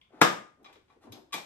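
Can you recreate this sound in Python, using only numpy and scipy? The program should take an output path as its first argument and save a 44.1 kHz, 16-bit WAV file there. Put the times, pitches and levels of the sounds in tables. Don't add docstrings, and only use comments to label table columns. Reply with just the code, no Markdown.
import sys
import numpy as np
from scipy import signal
from scipy.fft import rfft, irfft, next_fast_len
from scipy.io import wavfile
from scipy.ndimage import map_coordinates

SR = 44100
rng = np.random.default_rng(int(sys.argv[2]) if len(sys.argv) > 2 else 0)


def put_to_file(sound):
    columns = np.atleast_2d(sound).T
    safe = np.clip(columns, -1, 1)
    whole_steps = np.round(safe * 32767)
    wavfile.write(sys.argv[1], SR, whole_steps.astype(np.int16))


N = 63945

TAIL_S, RING_S = 0.55, 0.56


def amp(db):
    return 10 ** (np.asarray(db) / 20)


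def unit(x):
    return x / np.sqrt(np.mean(x ** 2) + 1e-20)


def along(points, hz):
    f, value = np.transpose(points)
    return np.interp(np.log(hz + 1), np.log(f + 1), value)


def since(s):
    return np.maximum(np.arange(N) / SR - s, 0)


def fade(t, attack, t60):
    return (1 - np.exp(-t / attack)) * np.exp(-np.log(1000) * t / t60)


def placed(x, s):
    return np.pad(x, ((0, 0), (round(s * SR), N)))[:, :N]


def filtered(x, response):
    m = next_fast_len(N + 8192)
    return irfft(rfft(x, m) * response(np.fft.rfftfreq(m, 1 / SR)), m)[..., :N]


def coloured(x, colour_db):
    m = 2 * next_fast_len(x.shape[-1] // 2 + 2048)
    gain = np.maximum(amp(colour_db(np.fft.rfftfreq(m, 1 / SR))), 1e-6)
    cepstrum = irfft(np.log(unit(gain)), m)
    cepstrum[1:m // 2] *= 2
    cepstrum[m // 2 + 1:] = 0
    return irfft(rfft(x, m) * np.exp(rfft(cepstrum)), m)[..., :x.shape[-1]]


def noise(colour_db):
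    return unit(filtered(rng.standard_normal(N), lambda hz: amp(colour_db(hz))))


# f/Hz, correlation
LIKENESS = [(150, .95), (300, 0.28), (600, 0.035), (1500, 0.0035), (6000, 0)]


def half_angle(hz):
    return np.arccos(np.clip(along(LIKENESS, hz), -1, 1)) / 2


def spread(pair):
    mid, side = filtered(pair, lambda hz: np.array([np.cos(half_angle(hz)), np.sin(half_angle(hz))]))
    return np.array([mid + side, mid - side])


LEAD_SAMPLES, LEFT_DB = 4, 2


def direct(x):
    return np.array([x, np.roll(x, LEAD_SAMPLES)]) * amp([[LEFT_DB], [-LEFT_DB]])


ROOM_DB, ROOM_LEFT_DB = 1.5, 1.5
# f/Hz, t60/s
ROOM_DECAY = [(120, .45), (400, 0.38), (1500, 0.38), (4000, 0.35), (8000, 0.35), (12000, 0.3)]


def room_tail(build_s):
    age = np.arange(int(TAIL_S * SR)) / SR
    hz, t, z = signal.stft(rng.standard_normal((2, len(age))), SR, nperseg=256)
    decay = np.exp(-np.log(1000) * t / along(ROOM_DECAY, hz)[:, None])
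    turn = half_angle(hz)[:, None]
    z = z * decay * np.array([np.cos(turn), np.sin(turn)])
    mid, side = signal.istft(z, SR, nperseg=256)[1][:, :len(age)]
    tail = np.array([mid + side, mid - side]) * (1 - np.exp(-age / build_s))
    return unit(tail) / np.sqrt(len(age)) * amp(ROOM_DB) * amp([[ROOM_LEFT_DB], [-ROOM_LEFT_DB]])


def in_room(x):
    tail = room_tail(build_s=0.0029)
    return direct(x) + signal.fftconvolve(x[None], tail, axes=1)[:, :N]


def strike(s, attack, t60, build_s, colour_db):
    envelope = fade(np.arange(int(TAIL_S * SR)) / SR, attack, t60)
    burst = direct(envelope * rng.standard_normal(len(envelope)))
    tail = np.linalg.norm(envelope) * room_tail(build_s)
    return placed(coloured(burst + tail, colour_db), s)


SWELL_CYCLES = 0.24


def ring(modes, s, blur, attack, tilt_db=0):
    t = np.arange(int(RING_S * SR)) / SR
    out = np.zeros((2, len(t)))
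    for hz, db, t60 in modes:
        knots = rng.standard_normal((2, 42))
        drift = np.array([np.interp(t, np.linspace(0, RING_S, len(k)), k) for k in knots])
        apart = half_angle(hz) * np.array([[1], [-1]])
        wander = blur * (drift[0] * np.cos(apart) + drift[1] * np.sin(apart))
        offset = apart * rng.choice([-1, 1])
        phase = 2 * np.pi * (hz * t + rng.random()) + wander + offset
        level = amp(db + tilt_db * np.log2(hz / 2500))
        out += level * fade(t, attack + SWELL_CYCLES / hz, t60) * np.sin(phase)
    return placed(out, s) * amp([[ROOM_LEFT_DB], [-ROOM_LEFT_DB]])


# f/Hz, relative level/dB per Hz
AIR_COLOUR = [(25, -10.5), (70, 0.5), (300, -9), (700, -14.5), (1500, -15.5), (3000, -26.5), (8000, -32),
              (12000, -39), (15000, -49)]


def air():
    pair = np.array([noise(lambda hz: along(AIR_COLOUR, hz)) for _ in range(2)])
    return amp(-73.5) * spread(pair)


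RUB_ROUGH_DB, RUB_SLIPS_HZ = 2, 235
# start t/s, length/s, level/dB, brightness/dB per octave
RUB_STROKES = [(0.092, 0.19, -58, 0.5), (0.561, 0.093, -66.5, -3), (0.668, 0.05, -61, 1.5),
               (0.875, 0.075, -67.5, 2.5), (1.005, 0.065, -64, 5), (1.029, 0.084, -56.5, -3),
               (1.108, .09, -56, 0), (1.205, 0.049, -70.5, -2)]
# f/Hz, relative level/dB per Hz
RUB_COLOUR = [(30, -39), (60, -24), (180, -7.5), (320, 2.5), (470, -6.5), (700, -3), (1000, -7),
              (1400, -13.5), (2200, -21), (4500, -32), (9000, -44), (12000, -47.5), (13500, -68.5)]


def rubs():
    out = np.zeros(N)
    for s, length, db, tilt_db in RUB_STROKES:
        swell = np.sin(np.pi * np.clip(since(s) / length, 0, 1))
        slips = map_coordinates(rng.standard_normal(N // 20), [since(0) * RUB_SLIPS_HZ], order=1)
        friction = unit(amp(RUB_ROUGH_DB * slips) * rng.standard_normal(N))
        colour_db = lambda hz: along(RUB_COLOUR, hz) + tilt_db * np.log2(hz + 100)
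        out += amp(db) * coloured(swell * friction, colour_db)
    return in_room(out)


BUMP_OCTAVES = 0.5
# t/s, level/dB, centre f/Hz
BUMP_CONTACTS = [(0.125, -53.5, 315), (0.607, -55, 287.6), (0.756, -56, 362), (0.956, -58, 346),
                 (1.042, -55.5, 310), (1.048, -70, 685), (1.120, -45, 282), (1.159, -53, 699),
                 (1.175, -56, 337), (1.336, -38.5, 745), (1.339, -41.5, 332), (1.332, -50, 164)]


def bumps():
    out = np.zeros((2, N))
    for s, db, centre_hz in BUMP_CONTACTS:
        octaves = lambda hz: np.log2((hz + 1) / centre_hz)
        band_db = lambda hz: -20 * np.log10(1 + (octaves(hz) / BUMP_OCTAVES) ** 4)
        out += amp(db) * strike(s, attack=0.0083, t60=0.12, build_s=0.0036, colour_db=band_db)
    return out


# f/Hz, relative level/dB, t60/s
FLEX_MODES = [(97, 0, 0.16), (121, -5, 0.25)]


def thud():
    return amp(-47) * ring(FLEX_MODES, 1.096, blur=0.21, attack=0.0026)


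TICK_S, TICK_RING_DB, TICK_CRACK_DB = 0.0135, -69, -57
# f/Hz, relative level/dB, t60/s
SCREW_MODES = [(1050, -5, 0.62), (2060, -6.5, 0.26), (2320, -14, .2), (2907, -10, .25), (3540, 0.5, 0.36),
               (3400, -2.5, 0.18)]
# f/Hz, relative level/dB per Hz
SCREW_CRACK = [(900, -32), (1800, -21.5), (2150, -2.5), (2700, -8.5), (3400, 0.5), (3900, -19),
               (5000, -20.5), (8000, -35.5)]


def tick():
    crack = strike(TICK_S, 0.00029, 0.039, 0.0066, lambda hz: along(SCREW_CRACK, hz))
    ringing = ring(SCREW_MODES, TICK_S, blur=1.0, attack=0.00054)
    return amp(TICK_CRACK_DB) * crack + amp(TICK_RING_DB) * ringing


RING_DB = -2.5
# t/s, level/dB, relative ring level/dB, relative crack level/dB,
# brightness/dB per octave, upper roll-off f/Hz, lower roll-off f/Hz
STEEL_CONTACTS = [(0.629, -77, 0, 2, 1, 15240, 7000), (0.6443, -57.5, 1, 3, -1, 5650, 910),
                  (0.658, -53.5, -2.5, 1.5, -4, 5900, 492), (0.727, -74.5, 7, 18, -4, 15000, 1970),
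                  (0.7555, -60, -6, 0.5, -3, 4570, 706), (0.8815, -77.5, -2, 6.5, -3, 7000, 503),
                  (0.901, -62, -6.5, -3, -6, 4516, 600), (1.0228, -74, -8, -21, 1, 11400, 1511),
                  (1.0372, -69, -18, 5.5, -21, 9030, 1460), (1.12, -57, -3, 1, 15, 15000, 4960),
                  (1.1221, -49.5, -10.5, 2, 1, 5600, 3100), (1.3073, -71.5, -2, 3, -5, 6000, 500),
                  (1.3234, -53.5, 1, 10, -2.5, 12000, 900), (1.3283, -37.5, 1.5, 1.5, 1, 14000, 976),
                  (1.339, -32.5, -4, 0, -0.5, 11950, 300), (1.377, -43.5, -17, 3, -5.5, 11900, 593)]
# f/Hz, relative level/dB, t60/s
STEEL_MODES = [(1142, 5.5, 0.17), (2300, -1.5, 0.088), (2393, -0.5, .25), (3310, -7, 0.32),
               (3170, -29, 0.16), (3373, -1, 0.13), (3870, 2.5, 0.13), (5010, -12, 0.15), (5100, -13, 0.37),
               (6300, -11, .12)]
# f/Hz, relative level/dB per Hz
STEEL_CRACK = [(30, -58), (130, -19.5), (500, -3.5), (900, -3), (1150, -6), (1600, -7), (2300, -2),
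               (2800, -6.5), (3600, -1.5), (4500, -8), (6200, -9.5), (9000, -12.5), (10200, -27),
               (11800, -5), (13500, -58)]


def clinks():
    out = np.zeros((2, N))
    for s, db, ring_db, crack_db, tilt_db, soft_hz, low_hz in STEEL_CONTACTS:
        top_loss = lambda hz: 1 + (hz / soft_hz) ** 6
        bottom_loss = lambda hz: 1 + (low_hz / (hz + 50)) ** 6
        edges_db = lambda hz: -10 * np.log10(top_loss(hz) * bottom_loss(hz))
        tilted_db = lambda hz: along(STEEL_CRACK, hz) + tilt_db * np.log2((hz + 300) / 2500)
        crack = strike(s, 0.00042, 0.06, 0.0047, lambda hz: tilted_db(hz) + edges_db(hz))
        ringing = ring(STEEL_MODES, s, blur=1.0, attack=0.0016, tilt_db=tilt_db)
        out += amp(db) * (amp(crack_db) * crack + amp(RING_DB + ring_db) * ringing)
    return out


SNAP_DB, CLACK_DB, PAN_DB = -13, -14.5, -23.5
# t/s, relative clack level/dB
KNOCK_CONTACTS = [(0.21, -27.5), (0.2139, 2), (0.2217, -8.5)]
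# f/Hz, relative level/dB per Hz
SNAP_COLOUR = [(30, -60), (80, -31), (160, 6), (260, 8), (450, -0.5), (900, 1.5), (1700, -1), (2700, -7),
               (4200, -18), (8000, -29), (11800, -18), (13500, -36), (15500, -32.5)]
# f/Hz, relative level/dB per Hz
CLACK_COLOUR = [(25, -59), (60, -45.5), (95, -22), (140, -5), (230, -2), (330, -1), (500, 1), (700, -1),
                (1250, 0.5), (2000, -3.5), (2800, -8.5), (3700, -8.5), (4400, -16), (5200, -12),
                (6500, -16.5), (8900, -20), (10000, -38), (11200, -24.5), (12400, -22), (13600, -48),
                (15500, -39.5)]
# f/Hz, relative level/dB, t60/s
PAN_MODES = [(131.9, -17.5, 0.16), (183.6, -9.5, 0.29), (213.4, -7, 0.34), (296.5, -4, 0.32),
             (337, -4, 0.31), (485, -4.5, .23), (618.6, -4.5, 0.33), (715, 6, 0.13), (998, -1.5, 0.31),
             (1086, 4, .2), (1099, 2, .22), (1216, 0.5, 0.44), (1380, -2, 0.084), (1710, 5, .2),
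             (1665, -5, 0.39), (1970, -3, .2), (2434, -12, .22), (3380, -12.5, 0.11), (5090, -16, 0.12)]


def knock():
    blow_s = KNOCK_CONTACTS[1][0]
    burst = fade(since(blow_s), attack=0.0002, t60=0.024) * rng.standard_normal(N)
    snap = coloured(burst, lambda hz: along(SNAP_COLOUR, hz))
    clack = np.zeros((2, N))
    for s, db in KNOCK_CONTACTS:
        clack += amp(db) * strike(s, 0.00033, 0.083, 0.0017, lambda hz: along(CLACK_COLOUR, hz))
    pan = ring(PAN_MODES, blow_s, blur=0.4, attack=0.001)
    return amp(SNAP_DB) * direct(snap) + amp(CLACK_DB) * clack + amp(PAN_DB) * pan


def scene():
    return air() + rubs() + bumps() + thud() + tick() + clinks() + knock()


PEAK, TOP_HZ = 0.92, 16000


def record(dry):
    rounded = dry / (1 + np.abs(dry / PEAK) ** 8) ** (1 / 8)
    return filtered(rounded, lambda hz: np.clip((TOP_HZ - hz) / 400, 0, 1))


dry = scene()
out = record(dry)
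put_to_file(out)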